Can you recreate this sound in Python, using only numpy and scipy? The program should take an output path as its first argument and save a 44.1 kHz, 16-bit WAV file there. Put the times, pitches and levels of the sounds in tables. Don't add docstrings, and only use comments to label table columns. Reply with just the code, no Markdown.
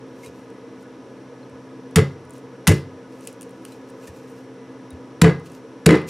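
import sys
import numpy as np
from scipy import signal
from scipy.fft import rfft, irfft, next_fast_len
from scipy.io import wavfile
from scipy.ndimage import uniform_filter1d, minimum_filter1d

SR = 44100
rng = np.random.default_rng(int(sys.argv[2]) if len(sys.argv) > 2 else 0)


def unload_wav(signal):
    wavfile.write(
        sys.argv[1],
        SR,
        np.round(np.clip(np.atleast_2d(signal).T, -1, 1) * 32767).astype(np.int16),
    )


N = 268569

# [t/s, floor boom level/dB, nut level/dB, hollow level/dB, plate clatter level/dB, rim ring level/dB]
THUDS = [(1.963, -15.5, -3.5, -16.5, -35, -46), (1.9735, -4.5, -19, -11, -33, -33.5),
         (2.678, -7.5, -3, -20, -26.5, -46), (2.689, -3, -18, -14.5, -35, -33),
         (5.22, -8.5, 4.5, -10, -21, -43), (5.243, -9, 0.5, -7, -30.5, -30),
         (5.865, -3, 8, -1.5, -19.5, -46), (5.889, -10, -12, -4, -19.5, -22.5)]
# [f/Hz, level/dB relative, t60/s]
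FLOOR_MODES = [(74, -10, .12), (86, -14, .2), (97, 5, .2), (121.6, -11, .2), (139, 3, .22)]
NUT_MODES = [(165.75, -1, 0.25), (195, -16, 0.22)]
HOLLOW_MODES = [(244.3, -6, 0.14), (266.7, -5, 0.072), (307.4, 7, 0.1), (369, -2.5, 0.24),
                (407.3, -12.5, 0.22), (437, 5, 0.13), (475.2, -3, 0.12), (538.3, -8.5, 0.18),
                (591, -5, 0.061), (643, -21.5, 0.14), (786, -16, 0.087)]
PLATE_MODES = [(1005, -1.5, 0.13), (1274, -7, 0.13), (1350, -12, 0.085), (1558, -2, 0.08), (1644, -5, 0.3),
               (1889, -7, 0.13), (2210, -1, .1), (2630, -6, .13), (3000, -10.5, .15), (9200, -21.5, .15)]
RIM_MODES = [(1217, -6, .4), (1459, -9, .3), (1957, -1, .18), (2030, 5, .35), (2100, 1, .2)]
# [t/s, level/dB, rise/s, t60/s, tilt/dB per
CRACKS = [(1.9575, -12, 0.002, 0.03, 2), (1.9684, -19.5, 0.00036, 0.047, -3.5),
          (1.984, -17, 0.0012, 0.013, -4), (1.991, -16.5, 0.00073, 0.015, -7),
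          (2.6704, -13, 0.00022, 0.072, -1.5), (2.6752, -6.5, 0.00026, 0.029, 4.5),
          (2.684, -26, 0.0023, 0.026, -14), (2.715, -24.5, 0.0018, 0.06, -4.5),
          (5.214, -8, 0.0045, 0.018, -0.5), (5.2425, -12, 0.00093, 0.094, -7.5),
          (5.29, -26, 0.0038, 0.059, -9.5), (5.8585, -3.5, 0.0056, 0.015, 0),
          (5.889, -4, 0.0016, 0.029, -6.5), (5.905, -7.5, 0.0032, 0.017, -5.5),
          (5.938, -21.5, 0.0017, 0.12, -8.5)]
# [f/Hz, level/dB per Hz, relative]
HUSK_SPECTRUM = [(290, -50), (500, -4.5), (868, 0), (1930, 6), (6330, -6), (7000, -0.5), (7980, -3.5),
                 (10700, -5.5), (13300, -18.5), (14900, -13.5), (16000, -51.5)]
# [t/s, peak level/dB, dull part level/dB relative to the bright part]
SNAPS = [(0.2601, -39, 2), (0.5012, -49, -8), (0.8259, -49, -9), (1.4969, -52, -4), (1.91, -50, -10),
         (2.2512, -51, -17), (2.2946, -43, -15), (2.306, -36.5, -27), (2.335, -41, -11), (2.38, -41, -10),
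         (3.1234, -50, 9), (3.208, -42, -17), (3.252, -41, -16), (3.272, -17.5, -10.5),
         (3.3275, -40.5, -20), (3.4098, -31, -7), (3.4185, -32, -9), (3.4284, -32, -4), (3.4929, -42, -21),
         (3.5074, -45, -22), (3.65, -29, 3.5), (3.7218, -45, -8), (3.901, -44.5, -18), (4.072, -41, -1),
         (4.9046, -36.5, -14), (4.9311, -50.5, -7), (5.397, -49, 1), (5.4613, -50, 11.5),
         (5.5183, -42.5, -9), (6.016, -43, 6)]
# [f/Hz, width of each of two passes/Hz, level/dB]
BRIGHT_RESONANCES = [(7400, 1200, -4), (9130, 3400, 10.5), (9700, 5300, -11), (13500, 4800, -6)]
DULL_RESONANCES = [(1500, 730, 5.7), (2750, 790, 15.4), (4210, 950, 5.8)]
# [loudest at t/s, level/dB, swell/s, fade/s]
STROKES = [(.2, -63, .25, .1), (.236, -55, .03, 0.1), (.262, -54.5, .08, 0.041), (.36, -62, .08, .2),
           (.82, -61, .08, .05), (2.36, -57, 0.064, 0.084), (3.15, -63, .12, 0.13), (3.25, -54, 0.14, 0.12),
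           (3.73, -56, 0.31, 0.14), (3.895, -60, .07, 0.074), (4.035, -54.5, 0.12, 0.13),
           (4.075, -47.5, 0.017, 0.035), (4.17, -57.5, .1, 0.15), (4.3, -60, 0.13, 0.11),
           (4.39, -63.5, 0.13, 0.18), (5.467, -53, 0.036, 0.035), (5.55, -55.5, .13, 0.097),
           (6.09, -36.5, 0.029, .05)]
# [f/Hz, level/dB per Hz, relative]
RUB_SPECTRUM = [(1470, -25.5), (2500, 3.5), (3380, -8), (3920, -4), (6350, -2.5), (8940, -5.5),
                (14600, -12.5), (16000, -34)]
# [t/s, level/dB, t60/s]
BUMPS = [(0.264, -40, 0.21), (1.514, -42, 0.25), (2.23, -42, 0.29), (4.086, -25, 0.095), (4.924, -23, 0.12)]
# [t/s, level/dB, f/Hz, t60/s]
CLINKS = [(.234, -40, 2140, 0.074), (.263, -46.5, 3860, 0.059), (1.43, -52, 4200, .05),
          (3.722, -47, 4030, 0.061), (4.077, -42.5, 1800, 0.065), (4.906, -49, 3810, 0.081)]
# [f/Hz, level/dB]
SIDE_SPECTRUM = [(60, -36.5), (180, -17.5), (550, -24), (1650, -13.5), (4970, -10), (15000, -10.5)]
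# [f/Hz, t60/s]
ROOM_DECAY = [(300, 0.4), (1000, 0.34), (2500, 0.27), (5000, 0.32), (9000, 0.085), (15000, 0.047)]
# [f/Hz, rms level before waver/dB, waver/dB]
HUM = [(119, -58, 0.5), (131, -54.5, 4), (261, -46.5, 2), (530, -58, 3), (665, -77, 10.5),
       (967, -65.5, 0.5), (2003, -71.5, 3.5), (5770, -74, 0)]
# [f/Hz, width of each of two passes/Hz, rms level/dB]
DUCT = [(188.8, 28, -59.5), (324.7, 14, -56.5), (382, 6.9, -65), (465, 62, -53.5), (988, 40, -68),
        (1260, 58, -67.5), (1479, 50, -69.5), (1695, 120, -68), (5630, 1200, -73.5), (9020, 150, -83.5)]
# [f/Hz, level/dB per Hz, relative]
WASH_SPECTRUM = [(18, -58), (30, -29), (70, -23), (112, -17.5), (174, -16), (266, -4.5), (364, -9),
                 (461, -5.5), (721, -19.5), (988, -17), (1160, -21), (4420, -37.5), (5740, -40.5),
                 (11400, -48.5), (16000, -92.5)]


def amp(db):
    return 10 ** (np.asarray(db) / 20)


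def evened(x):
    return x / np.sqrt(np.mean(x ** 2) + 1e-20)


def read(points, hz):
    f, value = np.transpose(points)
    return np.interp(np.log(hz + 1), np.log(f + 1), value)


def add(mix, s, sound):
    part = mix[round(s * SR):][:len(sound)]
    part += sound[:len(part)]


def coloured(x, db_at):
    size = next_fast_len(x.shape[-1])
    gain = amp(db_at(np.fft.rfftfreq(size, 1 / SR)))
    return irfft(rfft(x, size) * gain, size)[..., :x.shape[-1]]


def resonate_twice(x, hz, width):
    b, a = signal.iirpeak(hz, hz / width, SR)
    return signal.lfilter(b, a, signal.lfilter(b, a, x))


def drift(rate):
    knots = rng.standard_normal(4000)
    return np.interp(np.arange(N) / SR * rate, np.arange(len(knots)), knots)


def ring(modes, rise):
    t = np.arange(SR // 2) / SR
    tones = sum(amp(db - 60 * t / t60) * np.sin(2 * np.pi * hz * t) for hz, db, t60 in modes)
    return tones * (1 - np.exp(-t / rise))


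def thuds():
    out, t = np.zeros(N), np.arange(SR // 10) / SR
    upper = ring(HOLLOW_MODES, 0.0035), ring(PLATE_MODES, 0.0019)
    floor, nut = -ring(FLOOR_MODES, 0.018), -ring(NUT_MODES, 0.001)
    rim = ring(RIM_MODES, 0.002)
    for s, *levels_db in THUDS:
        chatter = rng.standard_normal(len(t)) * amp(-60 * t / 0.14)
        chatter = chatter / np.linalg.norm(chatter)
        hollow, plate = [signal.fftconvolve(body, chatter)[:len(body)] for body in upper]
        wobble_db = 2 * evened(uniform_filter1d(rng.standard_normal(len(rim)), size=900))
        bodies = np.array([floor, nut, hollow, plate, rim * amp(wobble_db)])
        add(out, s, amp(levels_db) @ bodies)
    return out


def cracks():
    out, t = np.zeros(N), np.arange(SR // 5) / SR
    for s, db, rise, t60, tilt_db in CRACKS:
        fine, uneven, clumps = rng.standard_normal((3, len(t)))

        def husk_db(hz):
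            return read(HUSK_SPECTRUM, hz) + tilt_db * np.log2((hz + 50) / 4000)
        grit = evened(coloured(fine * amp(2.5 * uneven), husk_db))
        bite = np.minimum(t / rise, 1) ** 2
        burst = amp(-60 * np.maximum(t - rise, 0) / t60)
        clumps_db = 3 * evened(uniform_filter1d(clumps, size=120))
        trail = amp(-22 - 60 * t / 0.24 + clumps_db)
        add(out, s, amp(db) * grit * bite * (burst + trail))
    return out


def snaps():
    rise_s, t60_s = 0.0013, 0.008
    crackle_per_s, crackle_db, crackle_dull_db = 45, 5, -1
    bright, dull, t = np.zeros(N), np.zeros(N), np.arange(SR // 100) / SR
    shape = np.minimum(t / rise_s, 1) ** 2 * amp(-60 * t / t60_s)
    for s, db, dull_db in SNAPS:
        burst = rng.standard_normal(len(t)) * shape
        burst = burst / abs(burst).max()
        add(bright, s, amp(db) * burst)
        add(dull, s, amp(db + dull_db) * burst)
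    chance, size, grit = rng.random(N), rng.standard_normal(N), rng.standard_normal(N)
    slips = (chance < crackle_per_s / SR) * amp(crackle_db + 2.5 * size) * strokes()
    crackle = grit * signal.oaconvolve(slips, shape)[:N]
    bright = bright + crackle
    dull = dull + amp(crackle_dull_db) * crackle
    out = np.zeros(N)
    for part, resonances in ((bright, BRIGHT_RESONANCES), (dull, DULL_RESONANCES)):
        for hz, width, db in resonances:
            out += amp(db) * resonate_twice(part, hz, width)
    return out


def rustle():
    fizz_db, fizz_t60_s = -28.5, 0.14
    grains = rng.standard_normal(N) * amp(1.6 * drift(60) + 2.6 * drift(550))
    level, t = strokes(), np.arange(SR // 2) / SR
    for s, db, _ in SNAPS:
        add(level, s, amp(db + fizz_db - 60 * t / fizz_t60_s))
    return level * evened(coloured(grains, lambda hz: read(RUB_SPECTRUM, hz)))


def strokes():
    range_db = 30
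    t, level = np.arange(N) / SR, np.zeros(N)
    for s, db, swell, fade in STROKES:
        away = np.maximum((s - t) / swell, (t - s) / fade)
        level += amp(db - range_db * away)
    return level


def bumps():
    out, bump_hz = np.zeros(N), 85
    for s, db, t60 in BUMPS:
        add(out, s, ring([(bump_hz, db, t60)], 1 / bump_hz))
    for s, db, hz, t60 in CLINKS:
        add(out, s, ring([(hz, db, t60)], 1 / hz))
    return out


def nearby(x, side_db):
    t = np.arange(SR // 200) / SR
    scatter = rng.standard_normal(len(t)) * amp(-60 * t / 0.0052)
    scattered = signal.fftconvolve(x, scatter / np.linalg.norm(scatter))[:N]
    side = coloured(scattered, lambda hz: side_db + read(SIDE_SPECTRUM, hz))
    return np.array([x + side, x - side]) * amp([[0.4], [-0.4]])


def room(x, side_db):
    taps = np.zeros((2, SR // 2))
    at = np.arange(100, SR // 2 - 20, 20) + rng.integers(0, 20, (2, (SR // 2 - 101) // 20))
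    np.put_along_axis(taps, at, rng.choice([-1., 1.], at.shape), 1)
    hz, t, bands = signal.stft(taps, SR, nperseg=128)
    decay = amp(-60 * t / read(ROOM_DECAY, hz)[:, None])
    mid, side = signal.istft(bands * decay, SR, nperseg=128)[1]
    side = coloured(side, lambda hz: side_db + read(SIDE_SPECTRUM, hz))
    response = np.array([mid + side, mid - side]) / np.linalg.norm(mid)
    return signal.fftconvolve(x[None], response, axes=1)[:, :N]


def airflow(noise):
    bands = sum(amp(db) * evened(resonate_twice(noise, hz, width)) for hz, width, db in DUCT)
    wash = evened(coloured(noise, lambda hz: read(WASH_SPECTRUM, hz)))
    return bands + amp(-43) * wash


def appliance():
    t, tones = np.arange(N) / SR, np.zeros(N)
    for hz, db, waver_db in HUM:
        level = np.sqrt(2) * amp(db + waver_db * drift(4.1))
        tones += level * np.sin(2 * np.pi * (hz * t + rng.random()))
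    mid_noise, side_noise = rng.standard_normal((2, N))
    side = coloured(airflow(side_noise), lambda hz: read(SIDE_SPECTRUM, hz))
    return tones + airflow(mid_noise) + np.array([side, -side])


def scene():
    thud, chop, small = thuds(), cracks(), snaps() + rustle()
    near = nearby(chop + small, side_db=-9.5) + thud + bumps()
    sent = amp(-12) * chop + amp(-18) * thud + amp(-13.5) * small
    return near + room(sent, side_db=-6.5) + appliance()


def record(dry):
    low_cut = signal.butter(3, 68, "high", fs=SR, output="sos")
    heard = signal.sosfilt(low_cut, dry)
    heard = heard * amp([[0.12], [-0.12]])
    level_db = 20 * np.log10(abs(heard).max(0) + 1e-9)
    fall_db = np.arange(N) * 266.0 / SR
    envelope_db = np.maximum.accumulate(level_db + fall_db) - fall_db
    over_db = np.maximum(envelope_db + 1.2, 0)
    ahead_db = -minimum_filter1d(-over_db, size=61)
    held = heard / amp(uniform_filter1d(ahead_db, size=61))
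    band = signal.firwin(511, 16500, window=("kaiser", 9), fs=SR)  # low-pass, edge in Hz
    return signal.oaconvolve(held, band[None], "same")


dry = scene()
out = record(dry)
unload_wav(out)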